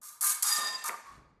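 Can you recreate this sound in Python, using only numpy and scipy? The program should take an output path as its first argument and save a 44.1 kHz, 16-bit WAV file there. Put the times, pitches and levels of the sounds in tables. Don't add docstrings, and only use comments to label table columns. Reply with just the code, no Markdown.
import sys
import numpy as np
from scipy import signal
from scipy.fft import rfft, irfft, next_fast_len
from scipy.io import wavfile
from scipy.ndimage import uniform_filter1d, map_coordinates

SR = 44100
rng = np.random.default_rng(int(sys.argv[2]) if len(sys.argv) > 2 else 0)


def digitize_waveform(pressure):
    field = np.atleast_2d(pressure).T
    bounded = np.clip(field, -1, 1)
    quanta = np.round(bounded * 32767).astype(np.int16)
    wavfile.write(sys.argv[1], SR, quanta)


N = 61739


def amp(db):
    return 10 ** (np.asarray(db) / 20)


def unit(x):
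    return x / np.sqrt(np.mean(x ** 2) + 1e-20)


def clock():
    return np.arange(N) / SR


def along(points, hz):
    f, v = np.transpose(points)
    return np.interp(np.log(hz + 1), np.log(f + 1), v)


def wobble(position):
    knots = rng.standard_normal(int(position.max()) + 4)
    return map_coordinates(knots, [position])


def filtered(x, response):
    m = next_fast_len(N + SR // 2)
    hz = np.fft.rfftfreq(m, 1 / SR)
    return irfft(rfft(x, m) * response(hz), m)[..., :N]


def noise(points):
    return unit(filtered(rng.standard_normal(N), lambda hz: amp(along(points, hz))))


def envelope(start, rise, hold, t60):
    t = clock() - start
    fade = amp(-60 * np.maximum(t - hold, 0) / t60)
    return np.clip(t / rise, 0, 1) * fade


# (frequency [Hz], level [dB])
QUIET_COLOUR = [(20, -1), (55, -9), (150, 2), (300, -7), (600, -5.5), (1200, -19.5), (4000, -37.5),
                (14000, -55.5)]
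QUIET_DB = -80


def quiet():
    return amp(QUIET_DB) * noise(QUIET_COLOUR)


# (frequency [Hz], level [dB])
RUMBLE_COLOUR = [(20, -25.5), (54, 1), (75, -16), (145, -8), (220, -14.5), (400, -19.5), (900, -29),
                 (3000, -76)]
RUMBLE_AT_S, RUMBLE_RISE_S, RUMBLE_HOLD_S, RUMBLE_T60_S, RUMBLE_DB = 1.023, 0.15, 0.19, 1, -59


def rumble():
    shape = envelope(RUMBLE_AT_S, RUMBLE_RISE_S, RUMBLE_HOLD_S, RUMBLE_T60_S)
    return amp(RUMBLE_DB) * noise(RUMBLE_COLOUR) * shape


# (frequency [Hz], fade time [s])
HALL_FADE = [(200, .8), (1200, 0.67), (2500, 0.85), (4500, 0.73), (8000, 0.49), (13000, 0.31)]
WALL_DELAY_S = .02


def hall(x):
    hz, t, z = signal.stft(rng.standard_normal(SR), SR, nperseg=256)
    fade = amp(-60 * t / along(HALL_FADE, hz)[:, None])
    tail = signal.istft(z * fade, SR, nperseg=256)[1]
    delayed = np.pad(x, (int(WALL_DELAY_S * SR), 0))
    return signal.fftconvolve(delayed, tail / np.linalg.norm(tail))[:N]


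# (time [s], level [dB], rise [s], time to fade by 60 dB [s])
SCUFF_EVENTS = [(0.429, -62, 0.027, 0.31), (0.573, -43.5, 0.014, 0.97), (0.883, -41, 0.0076, 0.4),
                (1.06, -65, 0.024, 1.6)]
# (frequency [Hz], level [dB])
SCUFF_COLOUR = [(60, -46), (115, -29), (175, -7), (400, -2), (750, 4), (1400, 2.5), (2300, -13),
                (4000, -18.5), (12000, -50)]


def scuffs():
    return sum(amp(db) * noise(SCUFF_COLOUR) * envelope(s, rise, rise, t60)
               for s, db, rise, t60 in SCUFF_EVENTS)


GRAINS_PER_S, GRAIN_SHARE = 1500, .35


def friction():
    hits = rng.random(N) < GRAINS_PER_S / SR
    grains = unit(hits * rng.uniform(-1.04, 1, N))
    hiss = rng.standard_normal(N)
    return np.sqrt(GRAIN_SHARE) * grains + np.sqrt(1 - GRAIN_SHARE) * hiss


# (frequency [Hz], width [Hz], level [dB])
GUARD_MODES = [(570, 200, -21), (779, 90, -11.5), (935, 59, -6.5), (1019.6, 45, 1.5), (1084, 50, -5.5),
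               (1214.4, 67, 8), (1348, 70, -19.5), (1446, 170, -6), (1675, 150, -6.5), (1790, 35, -12.5),
               (2230, 250, -14.5)]
GUARD_LOW_HZ = 473
GUARD_RIPPLE_DB, GUARD_RIPPLE_HZ = 2, 45


def guard():
    def response(hz):
        body = sum(amp(db) / (1 + ((hz - f) / (w / 2)) ** 2) for f, w, db in GUARD_MODES)
        radiation = hz ** 4 / (hz ** 4 + GUARD_LOW_HZ ** 4)
        return body * radiation * amp(GUARD_RIPPLE_DB * wobble(hz / GUARD_RIPPLE_HZ))

    hum = filtered(friction(), response)
    power = np.abs(uniform_filter1d(hum ** 2, size=700))
    return unit(hum / np.sqrt(power + 1e-12))


# (time [s], ring level [dB], tick level [dB])
KNOCK_EVENTS = [(.236, -37.5, -60), (0.8444, -36, -64), (0.8894, -44, -52), (0.8931, -64, -26.5),
                (0.9042, -60, -39.5), (0.931, -39.5, -60), (.941, -41, -56), (1.066, -50, -70)]
# (frequency [Hz], level [dB])
TICK_COLOUR = [(100, -25), (400, -7.5), (1000, -1.5), (2300, 7.5), (4000, -19), (9000, -19.5), (14000, -19)]
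RING_T60_S, TICK_T60_S = 0.047, 0.01424


def knocks():
    out = np.zeros(N)
    for s, ring_db, tick_db in KNOCK_EVENTS:
        out += amp(ring_db) * guard() * envelope(s, 0.0022, 0.0017, RING_T60_S)
        out += amp(tick_db) * noise(TICK_COLOUR) * envelope(s, 0.0017, 0, TICK_T60_S)
    return out


# (start [s], frequency [Hz], beat rate [Hz], level [dB], swell [s],
# hold from the start [s], time to fade by 60 dB [s])
SINGING_MODES = [(.22, 1610, 63, -44, .03, 0.081, 0.68), (.22, 2235, 120, -52, 0.013, 0.14, 0.27),
                 (.215, 1210, 22, -40.5, 0.013, 0.047, .45), (.424, 850, 21, -50, .04, 0.18, 1),
                 (0.59, 1035, 5, -40, 0.087, .13, 0.27), (0.54, 1205, 15, -33.5, 0.065, 0.039, 0.39),
                 (0.492, 1817, 44, -40.5, 0.031, .21, 0.55), (0.74, 1817, 44, -43.5, 0.063, 0.059, 0.69),
                 (.424, 2690, 19, -58, 0.08, 0.47, 0.25), (0.43, 3728, 29, -44, 0.047, 0.25, 0.62),
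                 (.424, 4845, 23, -40.5, 0.037, 0.27, .3), (.424, 4700, 31, -55, .1, 0.34, 0.28),
                 (0.41, 6200, 20, -66, .08, 0.57, .35), (.424, 7585, 26, -55, 0.068, 0.46, .35),
                 (0.428, 9170, 18, -51, .08, 0.1, .35), (0.83, 932, 22, -46, 0.026, 0.057, 0.44),
                 (.925, 1190, 70, -40, 0.0092, 0.017, 0.13), (1.051, 1130, 36, -50, 0.018, 0.043, 0.43)]
# (time [s], width [s], level [dB])
SQUEAL_SPURTS = [(.526, .011, -26), (0.567, 0.0048, -25.5), (0.674, 0.027, -32.5), (0.755, 0.007, -30.5)]
SQUEAL_HZ = 4845
BEAT_DEPTH = .55
SING_WANDER, SING_WAVER_DB = .65, 1.5


def singing():
    t, out = clock(), np.zeros(N)

    def tone(hz):
        return np.sin(2 * np.pi * (hz * t + rng.random()) + SING_WANDER * wobble(t * 40))

    for s, hz, beat, db, swell, hold, t60 in SINGING_MODES:
        pair = tone(hz) + BEAT_DEPTH * tone(hz - beat)
        level = amp(db + SING_WAVER_DB * wobble(t * 25))
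        out += level * pair * envelope(s, swell, hold, t60)
    spurts = sum(amp(db) * np.exp(-.5 * ((t - s) / width) ** 2) for s, width, db in SQUEAL_SPURTS)
    return out + tone(SQUEAL_HZ) * spurts


# (frequency [Hz], level [dB])
STEEL_COLOUR = [(1120, -45.5), (1900, -11), (2250, -11), (3030, -17.5), (3620, -11.5), (3900, -12.5),
                (5310, -8.5), (6440, -5), (9220, -1.5), (12400, -2.5), (14000, -7)]
# (frequency [Hz], width [Hz], lift [dB])
BLADE_MODES = [(4443, 110, 7), (5620, 220, 4.5), (6390, 180, 7.5), (6810, 90, 7.5), (7620, 180, 5),
               (8266, 180, 7.5), (8650, 70, 0.5), (9106, 90, 8), (9400, 40, 5.5), (9870, 90, 6.5),
               (11200, 100, 0.5), (11020, 180, 7), (11610, 60, 7.5), (12000, 130, -2.5)]
STEEL_LOW_HZ = 1763
RIPPLE_DB, RIPPLE_HZ = 3, 75


def steel(hz):
    lift = sum(db / (1 + ((hz - f) / (w / 2)) ** 2) for f, w, db in BLADE_MODES)
    ripple = RIPPLE_DB * wobble(hz / RIPPLE_HZ)
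    low_cut = hz ** 4 / (hz ** 4 + STEEL_LOW_HZ ** 4)
    return amp(along(STEEL_COLOUR, hz) + lift + ripple) * low_cut


# (time [s], scrape level [dB], hold [s], scrape time to fade by 60 dB [s],
# treble tilt at the start [dB per octave], dulling [dB per octave per s],
# guard level [dB], guard time to fade by 60 dB [s], snap level [dB])
BLADE_CONTACTS = [(0.015, -46, 0.078, 0.41, 2.5, 26, -58.5, 0.95, -63),
                  (0.2089, -26.5, 0.1, 0.24, 3, 32, -44.5, 0.55, -30),
                  (.424, -28, 0.092, 0.69, -0.5, 36, -40.5, 1, -22),
                  (0.8396, -33.5, 0.048, 0.036, -1.5, 14, -39.5, 0.21, -39.5),
                  (1.035, -66, .12, 0.22, -10.5, 22, -59.5, .4, -79.5)]
SNAP_S, SNAP_T60_S = 0.0076, 0.031
BOUNCE_S, SCRAPE_RISE_S = 0.012, .009
SCRAPE_FLOOR = 0.35
GUARD_RISE_S = .004
CHATTER_DB, CHATTER_PER_S = 1.45, 110


def contacts():
    out = np.zeros(N)
    for s, db, hold, t60, tilt, dulling, guard_db, guard_t60, snap_db in BLADE_CONTACTS:
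        hz, t, z = signal.stft(unit(filtered(friction(), steel)), SR, nperseg=256)
        octaves = np.log2(np.clip(hz, 3000, None) / 8000)[:, None]
        slope = tilt - dulling * np.clip(t - s, 0, .35)
        scrape = signal.istft(z * amp(octaves * slope), SR, nperseg=256)[1][:N]

        grip = np.clip((clock() - s - BOUNCE_S) / SCRAPE_RISE_S, 0, 1)
        bind = SCRAPE_FLOOR + (1 - SCRAPE_FLOOR) * grip
        chatter = CHATTER_DB * wobble(clock() * CHATTER_PER_S)
        pressure = amp(db + chatter) * bind * envelope(s, .001, hold, t60)
        snap = amp(snap_db) * envelope(s, .001, SNAP_S, SNAP_T60_S)
        out += scrape * np.hypot(pressure, snap)
        out += amp(guard_db) * guard() * np.sqrt(bind) * envelope(s, GUARD_RISE_S, hold, guard_t60)
    return out


# (frequency [Hz], level [dB])
WIDTH_COLOUR = [(100, -3), (1000, -25), (2500, 9), (5000, -13.5), (9000, -44.5), (13000, -8.5)]
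SIDE_DB = -22
HALL_DB, SING_HALL_DB = -12, -16


def scene():
    blows, ring = contacts() + knocks(), singing()
    echo = hall(amp(HALL_DB) * blows + amp(SING_HALL_DB) * ring)
    mid = blows + ring + echo + scuffs() + rumble() + quiet()

    def spread(hz):
        random_phase = np.exp(2j * np.pi * wobble(hz / 200))
        return amp(along(WIDTH_COLOUR, hz)) * random_phase

    side = amp(SIDE_DB) * filtered(mid, spread)
    return np.array([mid + side, mid - side])


TOP_HZ = 13960


def record(dry):
    return filtered(dry, lambda hz: amp(-np.clip((hz - TOP_HZ) / 12, 0, 120)))


dry = scene()
out = record(dry)
digitize_waveform(out)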